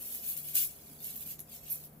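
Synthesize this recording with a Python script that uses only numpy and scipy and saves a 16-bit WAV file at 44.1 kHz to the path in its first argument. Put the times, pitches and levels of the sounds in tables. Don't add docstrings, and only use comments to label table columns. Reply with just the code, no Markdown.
import sys
import numpy as np
from scipy import signal
from scipy.fft import rfft, irfft
from scipy.io import wavfile
from scipy.ndimage import map_coordinates

SR = 44100
rng = np.random.default_rng(int(sys.argv[2]) if len(sys.argv) > 2 else 0)


def digitize_waveform(pressure):
    field = np.atleast_2d(pressure).T
    bounded = np.clip(field, -1, 1)
    quanta = np.round(bounded * 32767).astype(np.int16)
    wavfile.write(sys.argv[1], SR, quanta)


N = 88200

# f/Hz, relative level/dB
FAN_COLOUR = [(20, -11.5), (45, -0.5), (75, -4), (110, -8), (200, 1.5), (320, -5.5), (480, -5), (680, -7),
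              (900, -12), (1800, -18), (4000, -28.5), (8000, -26.5), (15000, -12)]
# f/Hz, left-right correlation
FAN_CORRELATION = [(30, 0.65), (180, 0.87), (350, 0.9), (700, 0.12), (2000, 0.01), (15000, 0.22)]
# f/Hz, level/dB
MOTOR_TONES = [(80.7, -70), (118.4, -74.5), (226.1, -72.5), (409.1, -76), (511.4, -80), (694.4, -76)]
# t/s, level/dB
DRONE_RIDE = [(0.0, -68), (0.06, -80.5), (0.13, -77), (0.39, -60), (0.64, -61.5), (0.76, -73), (0.96, -60),
              (1.16, -69), (1.39, -59.5), (1.5, -69), (1.79, -59.5), (2.0, -60.5)]
# f/Hz, T60/s
ROOM_DECAY = [(300, 0.23), (3000, 0.12), (8000, 0.2), (15000, 0.079)]
# delay/s, left/dB, right/dB
EARLY_ECHOES = [(.0018, -10, -1), (.0031, -9, -11), (.0046, -2.5, -9.5)]
# peak t/s, half-width/s, level/dB, centre f/Hz
ARM_RUBS = [(.1, 0.044, -67.5, 238), (.335, 0.028, -83, 65), (0.924, 0.026, -61, 244),
            (1.004, 0.011, -56, 220), (1.075, 0.014, -70, 215), (1.15, .02, -62.5, 220),
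            (1.262, 0.016, -59.5, 219), (1.52, 0.015, -65, 230), (1.65, 0.081, -63, 49.6),
            (1.98, 0.035, -58, 234)]
# f/Hz, left/dB, right/dB
CLICK_COLOUR = [(200, -45, -45), (800, -36, -36), (1300, -29, -29), (1800, -28.5, -27.5),
                (2200, -25, -22.5), (3000, -24, -20.5), (4200, -23, -21.5), (5100, -23, -26.5),
                (6600, -16.5, -17.5), (9300, -12, -21), (10400, -15.5, -16.5), (10750, -15, -13.5),
                (11150, -4.3, -5), (11480, 3.3, 4), (12000, -7.5, -9.5), (13000, -12, -17.5),
                (14300, -5.5, -8.5), (14900, -2.5, -9), (15300, 4.2, -2.5)]
# peak t/s, rise/s, fall/s, level/dB, left over right/dB, clatter offset/dB
SWISH_CUES = [(.01, 0.13, 0.063, -35, 4.5, -2), (0.065, 0.029, 0.12, -34, 4, -3.5),
              (.125, 0.014, 0.093, -36.5, 3.5, 0.5), (0.246, 0.037, 0.042, -38, 4, 2),
              (0.293, 0.061, 0.057, -28.5, 5, -5), (0.375, 0.021, 0.038, -32, 6, -3.5),
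              (0.486, 0.076, 0.055, -33.5, 5, -3.5), (0.554, 0.0094, 0.027, -23.5, 11, -1),
              (0.582, 0.034, 0.044, -20.5, 4, -1), (0.625, 0.02, 0.037, -22.5, 6, -6),
              (0.692, .03, 0.052, -40, 4.5, -1.5), (.89, 0.22, 0.17, -47, 3, 1.5),
              (1.055, 0.051, 0.073, -35.5, 4.5, 0), (1.104, 0.02, 0.02, -39.5, -4.5, 1.5),
              (1.174, 0.054, 0.012, -35.5, 11, -3.5), (1.224, 0.053, 0.016, -36.5, 3.5, 0),
              (1.274, 0.025, 0.031, -36, 3.5, -2), (1.309, 0.029, 0.033, -34, 3, -1),
              (1.393, 0.01, 0.0063, -46.5, 10, 7.5), (1.543, 0.059, 0.044, -40, 4.5, 1.5),
              (1.719, 0.087, 0.066, -38, 2.5, 1), (1.722, 0.024, 0.019, -24.5, 3, -16),
              (1.843, 0.08, 0.026, -41, 2.5, -4), (1.949, 0.17, 0.14, -63, 24, -45)]
# start t/s, level/dB, left over right/dB, clatter offset/dB
SNAP_CUES = [(.063, -36, -8, -3), (.125, -31, 4, -8), (0.147, -24, -3, -8), (0.153, -27, 7, -9),
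             (.231, -37.5, 8, 2), (.298, -24, 2, -8), (0.366, -22, 13, -2), (0.3743, -25, 12, -6),
             (0.485, -29, 4, 6), (.525, -43, 4, -7), (0.554, -14, 5, -1), (.5657, -14, 6, -1),
             (0.571, -19, 6, 0), (0.5834, -16, 11, -4), (.7095, -39, 4, -7), (.937, -51, 14, -3),
             (1.008, -46, 4, 1), (1.0437, -33.5, -2, -8), (1.067, -32, -4, -11), (1.157, -32, -11, 0),
             (1.168, -37, 8, -9), (1.174, -36, 16, -6), (1.207, -28, -13, -17), (1.214, -38, -12, -5),
             (1.226, -36, 8, -6), (1.274, -29, 7, -2), (1.31, -36, -7, -2), (1.3217, -35, -7, -12),
             (1.392, -29, -11, -3), (1.4025, -26.5, 8.5, -4), (1.406, -51, 4, -6), (1.7166, -27, -10, -10),
             (1.7207, -32, -4, -21), (1.727, -30.5, -17, -12), (1.756, -31, -3, -12), (1.838, -38, 9, -9),
             (1.855, -44, -2, -6)]

BUSY_DB = -38.5
LOW_PAN_DB = 2.5
TIME, FREQS = np.arange(N) / SR, np.fft.rfftfreq(N, 1 / SR)


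def amp(db):
    return 10 ** (np.asarray(db) / 20)


def unit(x):
    return x / np.sqrt(np.mean(x ** 2) + 1e-20)


def curve(points, hz, column=1):
    table = np.transpose(points)
    return np.interp(np.log(hz + 1), np.log(table[0]), table[column])


def pan(db):
    gains = amp(np.array([db, -db]).reshape(2, -1) / 2)
    return gains / np.sqrt((gains ** 2).mean(0))


def convolve(x, response):
    return signal.fftconvolve(x, response, axes=1)[:, :N]


def wander(rate_hz):
    hz = np.fft.rfftfreq(2 * N, 1 / SR)
    return unit(irfft(rfft(rng.standard_normal(2 * N)) / (1 + (hz / rate_hz) ** 4)))[:N]


def add(mix, at, sound):
    part = mix[:, at:at + sound.shape[1]]
    part += sound[:, :part.shape[1]]


def fan_air(level_db=-56.5, pan_db=0.5):
    left, independent = rfft(rng.standard_normal((2, N)))
    shared = curve(FAN_CORRELATION, FREQS)
    right = shared * left + np.sqrt(1 - shared ** 2) * independent
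    air = irfft(np.array([left, right]) * amp(curve(FAN_COLOUR, FREQS)), N)
    return amp(level_db) * pan(pan_db) * unit(air)


def motor_hum(waver_depth=0.2, waver_hz=1.76):
    hum = np.zeros(N)
    for hz, db in MOTOR_TONES:
        tremolo = 1 + waver_depth * wander(waver_hz)
        hum += amp(db) * unit(tremolo * np.sin(2 * np.pi * hz * TIME + wander(waver_hz)))
    return pan(LOW_PAN_DB) * hum


def machine_drone(hz=150.3):
    ride_db = np.interp(TIME, *np.transpose(DRONE_RIDE))
    tone = np.sin(2 * np.pi * (hz * TIME + rng.random()))
    return amp(ride_db) * pan(LOW_PAN_DB) * unit(tone)


def room_tail(x, wet_db=-3.5, patterns=7, predelay_s=0.004):
    wet, position = np.zeros((2, N)), np.linspace(0, patterns - 1, N)
    for k in range(patterns):
        hz, t, noise = signal.stft(rng.standard_normal((2, SR // 2)), SR, nperseg=256)
        decay = amp(-60 * t / curve(ROOM_DECAY, hz)[:, None]) * (t > predelay_s)
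        tail = signal.istft(noise * decay, SR, nperseg=256)[1]
        send = np.sqrt(np.maximum(1 - abs(position - k), 0))
        wet += convolve(x * send, tail / np.linalg.norm(tail[0]))
    return amp(wet_db) * wet


def with_echoes(x, drift_depth=0.061, drift_hz=1):
    mix, power = x, 1
    for delay_s, left_db, right_db in EARLY_ECHOES:
        gain = amp([[left_db], [right_db]])
        at = np.arange(N) - delay_s * SR * (1 + drift_depth * wander(drift_hz))
        echo = np.array([map_coordinates(side, [at], order=5) for side in x])
        mix, power = mix + gain * echo, power + gain ** 2
    return mix / np.sqrt(power)


def arm_rubs(half_width_octaves=0.45):
    rubs = np.zeros(N)
    for peak, width, db, centre_hz in ARM_RUBS:
        band = np.exp(-(np.log2((FREQS + 1) / centre_hz) / half_width_octaves) ** 2)
        noise = irfft(rfft(rng.standard_normal(N)) * band, N)
        rubs += amp(db) * np.exp(-((TIME - peak) / width) ** 2) * unit(noise)
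    return pan(LOW_PAN_DB) * rubs


def sheet_movement(rest_db=-62.5, rest_pan_db=4):
    sizzle_power = clatter_power = (amp(rest_db) * pan(rest_pan_db)) ** 2 * np.ones(N)
    for peak, rise, fall, db, pan_db, clatter_db in SWISH_CUES:
        from_peak = (TIME - peak) / np.where(TIME < peak, rise, fall)
        swish = (amp(db) * pan(pan_db) * np.exp(-from_peak ** 2)) ** 2
        sizzle_power = sizzle_power + swish
        clatter_power = clatter_power + swish * amp(clatter_db) ** 2
    return sizzle_power, clatter_power


def click_colour(x):
    hz = abs(np.fft.fftfreq(2048, 1 / SR))
    log_gain = np.log(amp([curve(CLICK_COLOUR, hz, column=1), curve(CLICK_COLOUR, hz, column=2)]))
    response = np.fft.ifft(np.exp(np.conj(signal.hilbert(log_gain)))).real
    return convolve(x, response / np.linalg.norm(response, axis=1, keepdims=True))


def clatter_band(x, crossover_hz=8900):
    return irfft(rfft(x) / (1 + (FREQS / crossover_hz) ** 12), N)


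def link_rattle(clatter_power, per_s=1100, low_hz=2150, high_hz=8600, relative_db=-21):
    rise_s, mid_decay_s, spread_db = 0.0012, 0.0048, 1.6
    t, pings = np.arange(1024) / SR, np.zeros((2, N))
    rate = per_s * (np.sqrt(clatter_power.mean(0)) / amp(BUSY_DB)) ** 0.35
    chance, pitch, damping = rng.random((3, N))
    phase = rng.random((2, N))
    strength = amp(spread_db * np.minimum(rng.exponential(1, N), 3)) / np.sqrt(rate)
    for at in np.flatnonzero(chance < rate / SR):
        hz = low_hz + (high_hz - low_hz) * pitch[at]
        envelope = np.exp(-t * (0.5 + damping[at]) / mid_decay_s) * (1 - np.exp(-t / rise_s))
        add(pings, at, strength[at] * envelope * np.sin(2 * np.pi * (hz * t + phase[:, at, None])))
    return amp(relative_db) * unit(pings) * np.sqrt(clatter_power)


def click_palette(kinds, decay_s=0.00024):
    t = np.arange(256) / SR
    bursts = rng.standard_normal((kinds, 2, 256)) * t ** 2 * np.exp(-t / decay_s)
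    spectra = rfft(bursts, 512)
    return irfft(spectra / np.sqrt((abs(spectra) ** 2).mean(0)))[..., :256]


def link_rustle(sizzle_power, clatter_power, per_s=2800, spread_db=4, scatter_db=1, kinds=64):
    rate = per_s * (np.sqrt(sizzle_power.mean(0)) / amp(BUSY_DB)) ** 0.56
    strength = amp(spread_db * np.minimum(rng.exponential(1, N), 3.5)) / np.sqrt(rate)
    hits = (rng.random(N) < rate / SR) * strength * pan(-scatter_db * rng.standard_normal(N))
    kind = rng.integers(0, kinds, N)
    palette, clicks = click_palette(kinds), np.zeros((2, N))
    for at in np.flatnonzero(hits[0]):
        add(clicks, at, hits[:, at, None] * palette[kind[at]])
    clicks = unit(click_colour(clicks))
    clatter = clatter_band(clicks)
    return (clicks - clatter) * np.sqrt(sizzle_power) + clatter * np.sqrt(clatter_power)


def link_snaps(peak_s=0.002, half_width_s=0.0017, shake_peak_s=0.005, shake_db=-19):
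    sizzle_gain, clatter_gain = np.zeros((2, N)), np.zeros((2, N))
    for start, db, pan_db, clatter_db in SNAP_CUES:
        crack = np.exp(-((TIME - start - peak_s) / half_width_s) ** 2)
        age = np.maximum(TIME - start, 0) / shake_peak_s
        shake = amp(shake_db) * (age * np.exp(1 - age)) ** 2
        envelope = amp(db) * pan(pan_db) * np.hypot(crack, shake)
        sizzle_gain = np.hypot(sizzle_gain, envelope)
        clatter_gain = np.hypot(clatter_gain, envelope * amp(clatter_db))
    noise = click_colour(rng.standard_normal((2, N)))
    clatter = clatter_band(noise)
    return (noise - clatter) * sizzle_gain + clatter * clatter_gain


def scene():
    sizzle_power, clatter_power = sheet_movement()
    rustle = with_echoes(link_rustle(sizzle_power, clatter_power))
    sheet = rustle + link_rattle(clatter_power) + link_snaps()
    return sheet + room_tail(sheet) + arm_rubs() + motor_hum() + fan_air() + machine_drone()


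def record(dry, cutoff_hz=15520):
    lowpass = signal.firwin(511, cutoff_hz, window=("kaiser", 9), fs=SR)
    return signal.oaconvolve(dry, lowpass[None], "same")


dry = scene()
out = record(dry)
digitize_waveform(out)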